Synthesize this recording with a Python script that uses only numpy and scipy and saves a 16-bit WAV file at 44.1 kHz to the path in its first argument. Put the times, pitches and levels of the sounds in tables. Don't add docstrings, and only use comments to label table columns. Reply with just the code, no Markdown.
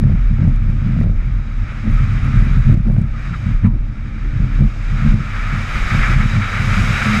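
import sys
import numpy as np
from scipy import signal
from scipy.fft import rfft, irfft
from scipy.io import wavfile
from scipy.ndimage import uniform_filter1d

SR = 44100
rng = np.random.default_rng(int(sys.argv[2]) if len(sys.argv) > 2 else 0)


def int16_out(signal):
    q = np.round(np.clip(np.atleast_2d(signal).T, -1, 1) * 32767)
    wavfile.write(sys.argv[1], SR, q.astype(np.int16))


def field_ratio(decibels):
    return 10 ** (np.asarray(decibels, dtype=float) / 20)


N = 317520
HZ = np.fft.rfftfreq(N, 1 / SR)

# pitch_hz, width_hz, level_db
DRUM = [(184.8, 27, -7), (211.9, 21, 3), (235.3, 3.3, -1)]
# pitch_hz, width_hz, level_db
RIB = [(282, 16, 0), (332, 55, -11)]


def unit(x):
    return x / np.sqrt(np.mean(x ** 2))


def read(table):
    s, *columns = np.transpose(table)
    return [np.interp(np.arange(N) / SR, s, c) for c in columns]


def ring(modes):
    total = 0
    for hz, width_hz, db in modes:
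        total = total + field_ratio(db) / (1 + 1j * (HZ ** 2 - hz ** 2) / (width_hz * (HZ + 1e-9))) ** 2
    return total


def through(x, response):
    return irfft(rfft(x) * response, N)


def resonant_noise(modes):
    return unit(through(rng.standard_normal(N), ring(modes)))


def walk(rate_hz):
    k = int(SR / rate_hz)
    held = np.repeat(rng.standard_normal(N // k + 1), k)
    return unit(uniform_filter1d(uniform_filter1d(held, k), k)[:N])


def even(x, span_s, share):
    k = int(span_s * SR)
    swell = np.sqrt(uniform_filter1d(uniform_filter1d(x ** 2, k), k) + 1e-3)
    return unit(x / swell ** np.clip(share, 0, 1))


def humps(centre_s, height, length_s):
    t = np.arange(0, N, 64) / SR
    distance = (t - centre_s[:, None]) / np.maximum(length_s, .01)[:, None]
    bells = np.exp(-(2 * distance) ** 2)
    return np.interp(np.arange(N) / SR, t, height @ bells)


def burst(chance, lo_hz, hi_hz, rise_s, fall_s):
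    t = np.arange(len(chance)) / SR
    band = signal.butter(3, [lo_hz, hi_hz], "bandpass", fs=SR, output="sos")
    puff = signal.sosfilt(band, chance * (1 - np.exp(-t / rise_s)) * np.exp(-t / fall_s))
    return puff / np.abs(puff).max()


def pop(phase):
    clack_hz, clack_s = 520, .0013
    t = np.arange(800) / SR - 2 * clack_s
    return np.exp(-(t / clack_s) ** 2) * np.cos(2 * np.pi * clack_hz * t + phase)


def place(out, s, sound):
    start = int(s * SR)
    out[start:start + len(sound)] += sound


def airflow():
    # time_s, hiss_db
    air = [(0, -59), (.5, -59), (1.0, -56.5), (1.5, -57), (1.95, -52), (2.36, -51), (2.69, -54),
           (3.05, -59), (3.22, -52), (3.47, -52), (3.66, -61.5), (4.4, -55), (5.1, -47.5), (5.55, -44.5),
           (5.96, -39.5), (6.45, -43), (6.62, -39), (7.2, -36)]
    # centre_s, lift_db, length_s
    gusts = [(.42, 4, 0.083), (1.126, -6, 0.047), (1.694, 4, 0.063), (1.872, 2, 0.027), (1.997, 1, 0.089),
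             (2.255, 2, 0.054), (2.345, 1.5, 0.04), (2.878, 5, 0.021), (3.342, 6, 0.025), (3.415, -3, 0.11),
             (3.658, 10, 0.052), (4.545, 3, 0.068), (4.73, -4, 0.24), (5.163, -3.5, 0.071),
             (5.3, 2.5, 0.18), (5.473, 3, 0.2), (5.654, -4, 0.065), (5.778, 3, 0.033), (5.911, 6, 0.019),
             (6.036, 4.5, 0.052), (6.21, 3.5, 0.032), (6.282, -4, 0.062), (6.39, -5, 0.028),
             (6.432, 4.5, 0.045), (6.582, 3.5, 0.069), (6.67, -4, 0.072), (6.844, -3.5, 0.16),
             (7.022, 5, 0.022), (7.035, -8, 0.017), (7.07, 0.5, 0.053)]
    # time_s, depth_db
    ducks = [(.575, -2), (1.04, -5), (2.75, -7.5), (2.91, 0.5), (3.675, -5), (4.61, -2.5), (5.135, -4),
             (6.14, -2)]
    recover_s = 0.44
    t, (air_db,) = np.arange(N) / SR, read(air)
    duck_db = sum(db * (t > s) * np.exp(-np.abs(t - s) / recover_s) for s, db in ducks)
    hiss_db = air_db + uniform_filter1d(duck_db, int(.03 * SR))
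    roar_db = 1.025 * (hiss_db + 50) - 50 + 16 + humps(*np.transpose(gusts))
    return roar_db, hiss_db


def wind():
    # pitch_hz, level_db (per Hz)
    housing = [(350, -15), (700, -12), (1000, -11.5), (1250, -0.5), (1800, -2.5), (2300, -2.5), (2750, -12),
               (3800, -18.5), (4050, -22), (6500, -26.5), (8000, -32.5), (10000, -41.5), (11900, -42),
               (12500, -46), (14700, -54.5), (15150, -60), (15400, -78)]
    # pitch_hz, width_hz, lift_db
    cavity = [(1320, 130, 2.5), (2346, 180, 2), (2140, 180, -0.5), (3270, 500, -1.5), (3850, 160, 5.5),
              (4140, 270, -2.5), (4940, 150, 4), (5450, 200, 1.5), (5760, 140, -5), (6760, 250, 1.5),
              (7300, 300, -2), (7760, 300, 2.5), (8350, 350, -3), (9100, 300, 3)]
    # pitch_hz, width_hz, level_db (against the roar), unsteadiness_db
    whistles = [(1273, 170, -14.5, 2), (1635, 330, -17.5, 4.5), (2287, 170, -15, 2.5),
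                (3845, 180, -29.5, 4.5)]
    # centre_s, lift_db, length_s
    puffs = [(1.69, 4, .06), (1.87, 4, .04), (1.98, 14, 0.043), (2.04, 9, .05), (2.11, 5, .02),
             (2.25, 12, 0.073), (2.35, 9, .04), (2.54, 5, .04), (3.06, 13, .04), (3.15, 13, .03),
             (3.344, 14, 0.055), (3.5, 9, .04), (2.6, 8, .03), (.82, 6, .07), (.54, 4, .04),
             (5.3, 7.5, 0.17), (1.04, 7, .04), (2.72, 5, .03), (2.885, 6, .02), (3.57, 8, .03),
             (5.365, 7, .04), (6.4, -5, .9)]
    roar_db, hiss_db = airflow()
    at = np.log(HZ + 1e-9)
    housing_hz, housing_db = np.transpose(housing)
    colour = field_ratio(np.interp(at, np.log(housing_hz), housing_db, left=-120))
    colour = colour * field_ratio(sum(db / (1 + (2 * (HZ - hz) / width) ** 2) for hz, width, db in cavity))
    air = rfft(unit(through(rng.standard_normal(N), colour)))
    flutter, near, out = walk(45), walk(40), 0
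    for hz in 350 * 2 ** np.arange(0, 6, .5):
        band = np.cos(np.pi / 2 * np.clip((at - np.log(hz)) / np.log(2) * 2, -1, 1)) ** 2
        near = 0.95 * near + 0.15 * walk(14)
        smooth = np.clip(np.abs(np.log2(hz / 1700)) / 1.49, 0, 1)
        speed_db = smooth * (hiss_db + 19.5) + (1 - smooth) * roar_db
        top_db = 0.24 * max(np.log2(hz / 6000), 0) * (hiss_db + 43.0)
        low_db = -.12 * (hz < 1100) * (hiss_db + 47)
        waver_db = 0.48 * flutter + (1.04 - smooth) * near
        out = out + field_ratio(speed_db + top_db + low_db + waver_db) * irfft(air * band, N)
    puff_db = humps(*np.transpose(puffs))
    for hz, width_hz, db, unsteady_db in whistles:
        level_db = roar_db + db + unsteady_db * walk(9.9)
        if hz == whistles[0][0]:
            level_db = level_db + puff_db
        out = out + field_ratio(level_db) * resonant_noise([(hz, width_hz, 0)])
    return out


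def engine():
    # time_s, shaft_hz, load_db
    revs = [(0, 74, -32), (1, 71, -39.5), (1.8, 65, -42), (2.4, 69, -20), (2.9, 70, -44), (3.4, 80, -31),
            (3.9, 72, -36), (4.4, 71, -23), (5.05, 73, -36.5), (5.5, 80, -34), (5.9, 88, -21),
            (6.3, 92, -35), (6.7, 98, -17.5), (7.0, 103, -28), (7.08, 104.5, -15.5), (7.2, 105.5, -16.5)]
    # multiple (of the shaft speed), level_db
    orders = [(1, -8.5), (2, -4), (3, -12), (4, -9.5), (6, -4.5)]
    shaft_hz, load_db = read(revs)
    turn = 2 * np.pi * np.cumsum(shaft_hz * (1 + 0.00774 * walk(13))) / SR
    hum = sum(field_ratio(db + 1.1 * walk(7.7)) * np.sin(k * turn) for k, db in orders)
    panel = np.abs(ring(DRUM)) + 0.49 * np.abs(ring(RIB)) + 0.47 / (1 + (HZ / 260) ** 4)
    return field_ratio(load_db) * through(hum, panel)


def shake():
    # centre_s, boom_db, length_s, sharpness_db (drum above the boom)
    bumps = [(0.079, -10.5, 0.17, -7), (0.312, -16, 0.059, -12.5), (0.451, -9.5, 0.12, -3.5),
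             (.68, -21, 0.18, -9), (0.865, -18.5, 0.16, -5), (1.03, -16, 0.17, -3),
             (1.336, -20.5, 0.12, -27), (1.62, -27, 0.07, -16), (1.886, -27.5, 0.13, 4.5),
             (2.039, -17, 0.24, -16), (2.28, -18.5, 0.22, -9.5), (2.389, -16.5, 0.097, -16),
             (2.565, -13.5, 0.11, -19.5), (2.716, -4.5, 0.088, -9.5), (2.883, -20.5, 0.051, 6.5),
             (2.99, -16.5, 0.14, -8.5), (3.33, -22.5, 0.066, -31), (3.489, -12.5, 0.082, -15),
             (3.656, -13, 0.045, -11.5), (3.715, -21.5, 0.14, -17), (4.415, -17, 0.12, -11),
             (4.623, -10, 0.065, -4.5), (4.946, -18.5, 0.061, -25), (5.109, -20.5, 0.22, -1.5),
             (5.552, -24, 0.14, -7), (5.96, -15.5, 0.072, -6.5), (6.184, -19.5, 0.25, -5),
             (6.58, -24, .12, -15), (2.46, -21, 0.074, -10), (6.382, -17, 0.1, -7), (6.785, -18, 0.32, -11),
             (7.138, -23, 0.3, -5)]
    # centre_s, sway_db, length_s
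    swings = [(0.103, -19, 0.46), (0.274, -16, 0.18), (0.535, -14, 0.13), (0.685, -17.5, 0.14),
              (0.89, -23, 0.35), (1.164, -15.5, 0.25), (1.36, -18, 0.097), (1.59, -20.5, 0.15),
              (1.955, -12.5, 0.16), (2.195, -18.5, 0.17), (2.396, -9.5, 0.083), (2.572, -12.5, 0.17),
              (2.715, -14.5, 0.15), (2.887, -14.5, 0.15), (3.098, -21.5, 0.11), (3.28, -33.5, 0.13),
              (3.557, -14.5, 0.078), (3.76, -18, 0.19), (3.93, -37, 0.46), (4.286, -18.5, 0.11),
              (4.427, -14.5, 0.067), (4.575, -10.5, 0.083), (4.662, -10, 0.039), (4.923, -20.5, 0.24),
              (5.113, -8.5, 0.07), (5.454, -24, 0.23), (5.817, -18.5, 0.16), (6.015, -12.5, 0.06),
              (6.177, -16, 0.26), (6.79, -21.5, 0.25)]
    s, boom_db, length_s, sharp_db = np.transpose(bumps)
    at, sway_db, span_s = np.transpose(swings)
    drum_swell = humps(s, field_ratio(boom_db + sharp_db), 0.89 * length_s)
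    sway = field_ratio(-24.5) + humps(at, field_ratio(sway_db), span_s)
    boom = field_ratio(-27.5) + humps(s, field_ratio(boom_db), length_s)
    drum = field_ratio(-37.5) + drum_swell
    buzz = field_ratio(-44.5) + field_ratio(-19) * drum_swell
    return 20 * np.log10((sway, boom, drum, buzz))


def road(contact):
    # pitch_hz, width_hz, level_db
    mount = [(35.5, 8, 0), (27, 14, -9)]
    # pitch_hz, width_hz, level_db
    boom_modes = [(80, 24, -5.5), (96.4, 21.5, 3.5), (122.7, 20.2, 1.5), (155.9, 30, -8.5)]
    # pitch_hz, width_hz, level_db
    buzz_modes = [(555, 280, 3), (789, 170, -3)]
    stones = rng.standard_normal(N) * (rng.random(N) < 150 / SR)
    jolts = unit(stones * field_ratio(2.43 * rng.exponential(size=N))) + 0.62 * rng.standard_normal(N)
    sway_db, boom_db, drum_db, buzz_db = shake()
    sway = even(resonant_noise(mount), 0.047, 0.91)
    boom = even(unit(through(jolts, ring(boom_modes))), 0.095, 0.88)
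    drum = even(unit(through(jolts, ring(DRUM))), 0.11, 1.0)
    buzz = even(unit(through(jolts, ring(buzz_modes))), 0.019, 0.63)
    held = field_ratio(-8 * uniform_filter1d(contact, int(.012 * SR)))
    panel = held * (field_ratio(boom_db) * boom + field_ratio(drum_db) * drum)
    panel = through(panel, 1 / (1 + (HZ / 258) ** 12))
    rib = field_ratio(0.6 * drum_db - 24.5) * even(unit(through(jolts, ring(RIB))), 0.079, 0.93)
    return field_ratio(sway_db) * sway + panel + rib + held * field_ratio(buzz_db - 8.5) * buzz


def bounces():
    # time_s, clack_db (peak), thump_db (peak)
    singles = [(.149, -42, -3), (.3136, -39, -2), (.6987, -44, -2.5), (2.5576, -37, -9), (2.902, -37, 0),
               (4.4038, -37.5, -1.5), (5.0244, -38, -3), (5.143, -49, 1.5), (5.95, -30, -3),
               (6.2605, -48, -1.5), (6.3604, -38, -3), (6.9082, -36, -0.5)]
    # first_s, last_s, count, clack_db (peak), thump_db (peak)
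    runs = [(.0277, .1006, 6, -38, -3), (.1101, .1376, 3, -40, -4), (.4175, .479, 6, -38, -4),
            (.8656, .8948, 2, -42, -4), (.9777, 1.0044, 3, -38, -1.5), (1.0322, 1.0622, 2, -33, -3.5),
            (2.358, 2.4249, 2, -40, -5), (2.6881, 2.743, 5, -33, -2), (2.774, 2.8046, 2, -40, -1.5),
            (2.9849, 3.0173, 2, -30, -.5), (3.469, 3.4917, 2, -41, -4), (3.6387, 3.6707, 4, -35, -1),
            (4.6101, 4.6387, 3, -30, 0), (5.0514, 5.079, 3, -36, -1.5), (6.1792, 6.2053, 2, -30, -3),
            (6.775, 6.7958, 3, -35, -5), (7.1892, 7.1976, 2, -28, -6)]
    soft_db, scatter_db = -13, 2
    rows = list(singles)
    chances = rng.standard_normal((len(runs), 8))
    for (first, last, count, clack_db, thump_db), luck in zip(runs, chances):
        for k, s in enumerate(np.linspace(first, last, round(count))):
            rows.append((s, clack_db + soft_db * (k % 2 == 0), thump_db + scatter_db * luck[k]))
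    return np.transpose(rows)


def knocks():
    # time_s, peak_db
    touches = [(.963, -29), (1.011, -38), (1.040, -27), (1.068, -30), (1.094, -33), (1.118, -34),
               (2.964, -38), (2.982, -28), (2.910, -31), (2.770, -31), (.017, -40), (1.027, -30),
               (1.863, -40), (2.41, -29), (2.851, -40), (2.868, -38), (2.884, -28.5), (2.937, -37),
               (4.391, -42), (4.415, -34), (4.588, -31), (4.97, -41)]
    # time_s, thump_db (peak)
    pushes = [(.967, -3.5), (1.0447, -6), (1.0721, -6), (1.109, -5.5), (2.0095, -6), (2.4137, -8),
              (2.8736, -4), (2.9312, -5), (4.4185, -7), (4.609, -2), (4.6527, -5.5), (4.944, -8),
              (5.039, -8), (5.066, -6), (5.093, -7), (5.108, -5), (5.123, -4), (5.206, -5), (5.54, -5),
              (5.972, -5), (6.1, -3.5), (6.165, -2), (7.102, -9), (7.177, -7)]
    # time_s, peak_db
    clanks = [
        (3.636, -30),
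        (2.5, -46),
        (2.9, -43),
    ]
    clack_lead_s = .0045
    s, clack_db, thump_db = bounces()
    push_s, push_db = np.transpose(pushes)
    blows = np.zeros(N)
    blows[(s * SR).astype(int)] = field_ratio(thump_db - 3.0)
    blows[(push_s * SR).astype(int)] += field_ratio(push_db - 3.0)
    phase = np.arange(-600, 601) / SR * np.pi * 135
    push = signal.fftconvolve(blows, (2 * phase ** 2 - 1) * np.exp(-phase ** 2), "same")
    push = through(push, 1 / (1 + (HZ / 250) ** 10))
    out = np.zeros(N + 800)
    hits = [(a - clack_lead_s, b) for a, b in zip(s, clack_db)] + list(touches)
    for (at, db), a in zip(hits, rng.standard_normal((len(hits), 800))):
        body = burst(a, 441, 718, 0.00048, 0.0021) + .35 * burst(a, 617, 950, .0006, .002)
        edge = .16 * burst(a, 900, 1600, .0005, .0015) + .08 * burst(a, 900, 6000, .0001, .0007)
        place(out, at, field_ratio(db + 1) * (.45 * body + pop(np.pi * a[0]) + edge))
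    for (at, db), a in zip(clanks, rng.standard_normal((len(clanks), 5000))):
        ringing = burst(a, 870, 1200, 0.0026, 0.037) + 0.28 * burst(a, 1100, 1800, 0.00055, .003)
        place(out, at, field_ratio(db) * ringing)
    contact = signal.fftconvolve(blows > 0, np.hanning(int(0.017 * SR)), "same")
    return push + out[:N], np.clip(contact, 0, 1)


def raps():
    # time_s, peak_db, edge_db (bright part)
    hard = [(0.037, -22, -4), (0.067, -29, -3), (0.095, -24, -6), (0.12, -27, -2), (0.172, -34, -6),
            (0.383, -40, 1), (0.425, -27, -4), (0.4495, -26, -5), (0.4741, -21.5, -5), (0.503, -36, -4),
            (0.986, -29, -6), (1.0115, -23, -3), (1.859, -30, -2), (2.722, -28, -4), (2.868, -29, -4),
            (2.898, -23, -8), (2.964, -23.5, -6), (3.012, -38, -6), (3.6445, -24.5, 3), (4.612, -29, -4),
            (5.121, -37, -6), (.264, -35, -9), (.466, -35, -9), (.701, -35, -9), (1.719, -31, -9),
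            (1.87, -33, -9), (2.691, -30, -9), (2.75, -30, -9), (2.992, -29, -9), (3.63, -34, -6),
            (3.659, -31, -4), (3.742, -34.5, -9), (4.761, -32, -9), (5.06, -25, -9), (5.19, -34, -9)]
    # time_s, peak_db
    thuds = [(1.87, -29), (2.725, -21.5), (2.769, -33), (3.644, -30), (3.74, -30.5), (4.149, -36),
             (4.241, -32), (2.9, -30), (2.982, -29), (6.096, -27), (1.0, -30), (5.945, -30)]
    out = np.zeros(N + 3000)
    for (s, db, edge_db), a in zip(hard, rng.standard_normal((len(hard), 800))):
        rap = pop(np.pi * a[0]) + 0.22 * burst(a, 550, 1060, .0005, 0.0035)
        rap = rap + field_ratio(edge_db) * burst(a, 850, 1900, .0006, 0.0015)
        place(out, s, field_ratio(db) * rap / np.abs(rap).max())
    for (s, db), a in zip(thuds, rng.standard_normal((len(thuds), 3000))):
        place(out, s, field_ratio(db) * burst(a, 243, 359, 0.0018, .014))
    return out[:N]


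def seam():
    # centre_s, level_db, length_s
    sizzle = [(3.65, -79.5, .22), (.25, -92, .25), (1.24, -92, .15), (1.55, -87, .08), (2.87, -84, .06),
              (3.82, -92, .1)]
    s, db, length_s = np.transpose(sizzle)
    return humps(s, field_ratio(db), length_s) * resonant_noise([(14500, 2600, 0)])


def rattle():
    # time_s, peak_db, body_db (tap level)
    ticks = [(0.4404, -52.5, 6), (0.4673, -52, 6), (0.4733, -55, 6), (0.5482, -53, 6), (0.56, -53.5, 6),
             (0.6355, -55, 6), (0.6684, -55, 6), (0.7018, -54, 6), (1.0036, -49, 6), (1.0345, -49, 6),
             (1.1378, -56.5, 6), (1.3823, -67, 6), (1.3823, -59, 6), (1.5863, -62, 6), (1.7624, -54.5, 6),
             (1.9006, -53, 6), (1.9126, -47, 6), (1.941, -48, 4), (2.2486, -43, 8), (2.364, -50, 6),
             (2.4044, -50, 6), (2.4369, -51, 6), (2.4478, -47, 6), (2.5192, -53, 6), (2.5656, -56, 6),
             (2.5755, -52, 6), (2.6204, -50, 4), (2.6524, -49, 6), (2.7242, -65, 6), (2.7242, -44, 6),
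             (2.8085, -56, 6), (2.8275, -60, 6), (2.8753, -52, 6), (2.9098, -56, 6), (2.9223, -48, 6),
             (2.9392, -57, 6), (2.9577, -57, 6), (2.9856, -54, 6), (3.0021, -51, 6), (3.0659, -55.5, 6),
             (3.1148, -55, 6), (3.4635, -48, 4), (3.6476, -56, 6), (3.6671, -55, 6), (3.8626, -61, 6),
             (4.6119, -51, 8), (4.6309, -49.5, 6), (5.1452, -50, 6)]
    out, busy = np.zeros(N + 400), np.zeros(N)
    for (s, db, body_db), (a, b) in zip(ticks, rng.standard_normal((len(ticks), 2, 400))):
        tap = field_ratio(min(body_db, 10) - 10.5) * burst(b, 2500, 7800, 0.00025, 0.0006)
        place(out, s, field_ratio(db - 1.5) * (burst(a, 8900, 11600, .0003, .001) + tap))
        busy[int(s * SR)] = field_ratio(db)
    busy = uniform_filter1d(busy, int(.07 * SR)) * 0.049 * SR
    chatter = busy * rng.standard_normal(N) * (rng.random(N) < 170 / SR)
    scraps = signal.fftconvolve(chatter, np.hanning(50))[:N] * rng.standard_normal(N)
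    return out[:N] + field_ratio(-7) * through(scraps, ring([(10200, 2800, 0)]))


def snaps():
    # time_s, peak_db
    creaks = [(3.645, -42), (3.667, -45), (.4404, -43), (.7018, -46), (1.8447, -45), (2.9392, -46),
              (5.143, -38), (2.684, -44), (0.482, -41), (0.5611, -36), (1.003, -38), (1.0316, -43.5),
              (2.7324, -45), (2.7423, -37), (2.7737, -39), (2.7804, -44), (2.8104, -42), (2.8746, -39),
              (2.8862, -41), (2.8993, -47), (2.9174, -48), (2.985, -38), (2.993, -45), (3.017, -38),
              (3.0254, -42), (3.6703, -43.5)]
    out = np.zeros(N + 400)
    for (s, db), (a, b) in zip(creaks, rng.standard_normal((len(creaks), 2, 400))):
        snap = burst(a, 1500, 7500, .0001, 0.00056) + field_ratio(-12.5) * burst(b, 7000, 12800, .0001, .0005)
        place(out, s, field_ratio(db) * snap)
    return out[:N]


def rings():
    # time_s, pitch_hz, peak_db, hold_s
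    notes_struck = [(3.638, 226, -11, 0.039), (1.858, 226.7, -20, 0.028), (1.858, 285, -32, 0.074),
                    (7.05, 210, -22, .14), (3.728, 305, -26.5, 0.0075), (.635, 215, -22, 0.024),
                    (1.1, 215, -21, 0.027), (5.052, 217, -12.5, .02), (4.637, 216, -16, .015),
                    (6.094, 219, -16, .012), (5.76, 215, -24.5, 0.014)]
    # time_s, peak_db
    pings = [(.495, -55), (1.947, -52), (1.983, -55), (1.989, -52), (1.997, -54), (2.262, -52),
             (2.313, -53), (2.533, -51), (2.538, -52), (2.683, -52), (2.694, -51), (2.993, -54)]
    rise_s, fall_s = .006, 0.015
    age, out = np.arange(SR // 3) / SR, np.zeros(N + SR)
    for s, hz, db, hold_s in notes_struck:
        shape = (1 - np.exp(-age / rise_s)) * np.exp(-np.maximum(age - hold_s, 0) / fall_s)
        place(out, s, field_ratio(db) * shape * np.sin(2 * np.pi * hz * age))
    for (s, db), a in zip(pings, rng.standard_normal((len(pings), 400))):
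        place(out, s, field_ratio(db) * burst(a, 9000, 11500, .0003, .0009))
    return out[:N]


def scene():
    knock, contact = knocks()
    struck = knock + rattle() + snaps() + raps() + rings()
    return (road(contact) + engine() + wind() + seam() + struck)[None]


def gated(x):
    # edge_hz, quiet_db (may shut below this), share (of quiet blocks shut, 0-1)
    gates = [(12500, -85, .3), (14300, -85, .55)]
    block = 2048
    for (edge_hz, quiet_db, share), luck in zip(gates, rng.random((len(gates), N // block + 1))):
        top = through(x, 1 / (1 + (edge_hz / (HZ + 1)) ** 80))
        quiet = uniform_filter1d(top ** 2, 4096)[::block] < field_ratio(2 * quiet_db)
        shut = np.repeat(quiet & (luck < share), block)[:N]
        x = x - top * uniform_filter1d(1. * shut, 300)
    return x


def low_pass(x):
    return signal.sosfilt(signal.butter(12, 15700, fs=SR, output="sos"), x)


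def record(dry):
    top = np.where(dry > 0, .84, .92)
    squeezed = dry / (1 + np.abs(dry / top) ** 6) ** (1 / 6)
    squeezed = dry + through((squeezed - dry)[0], 1 / (1 + (HZ / 390) ** 8))
    mix = gated(squeezed[0])[None]
    return low_pass(mix)


dry = scene()
out = record(dry)
int16_out(out)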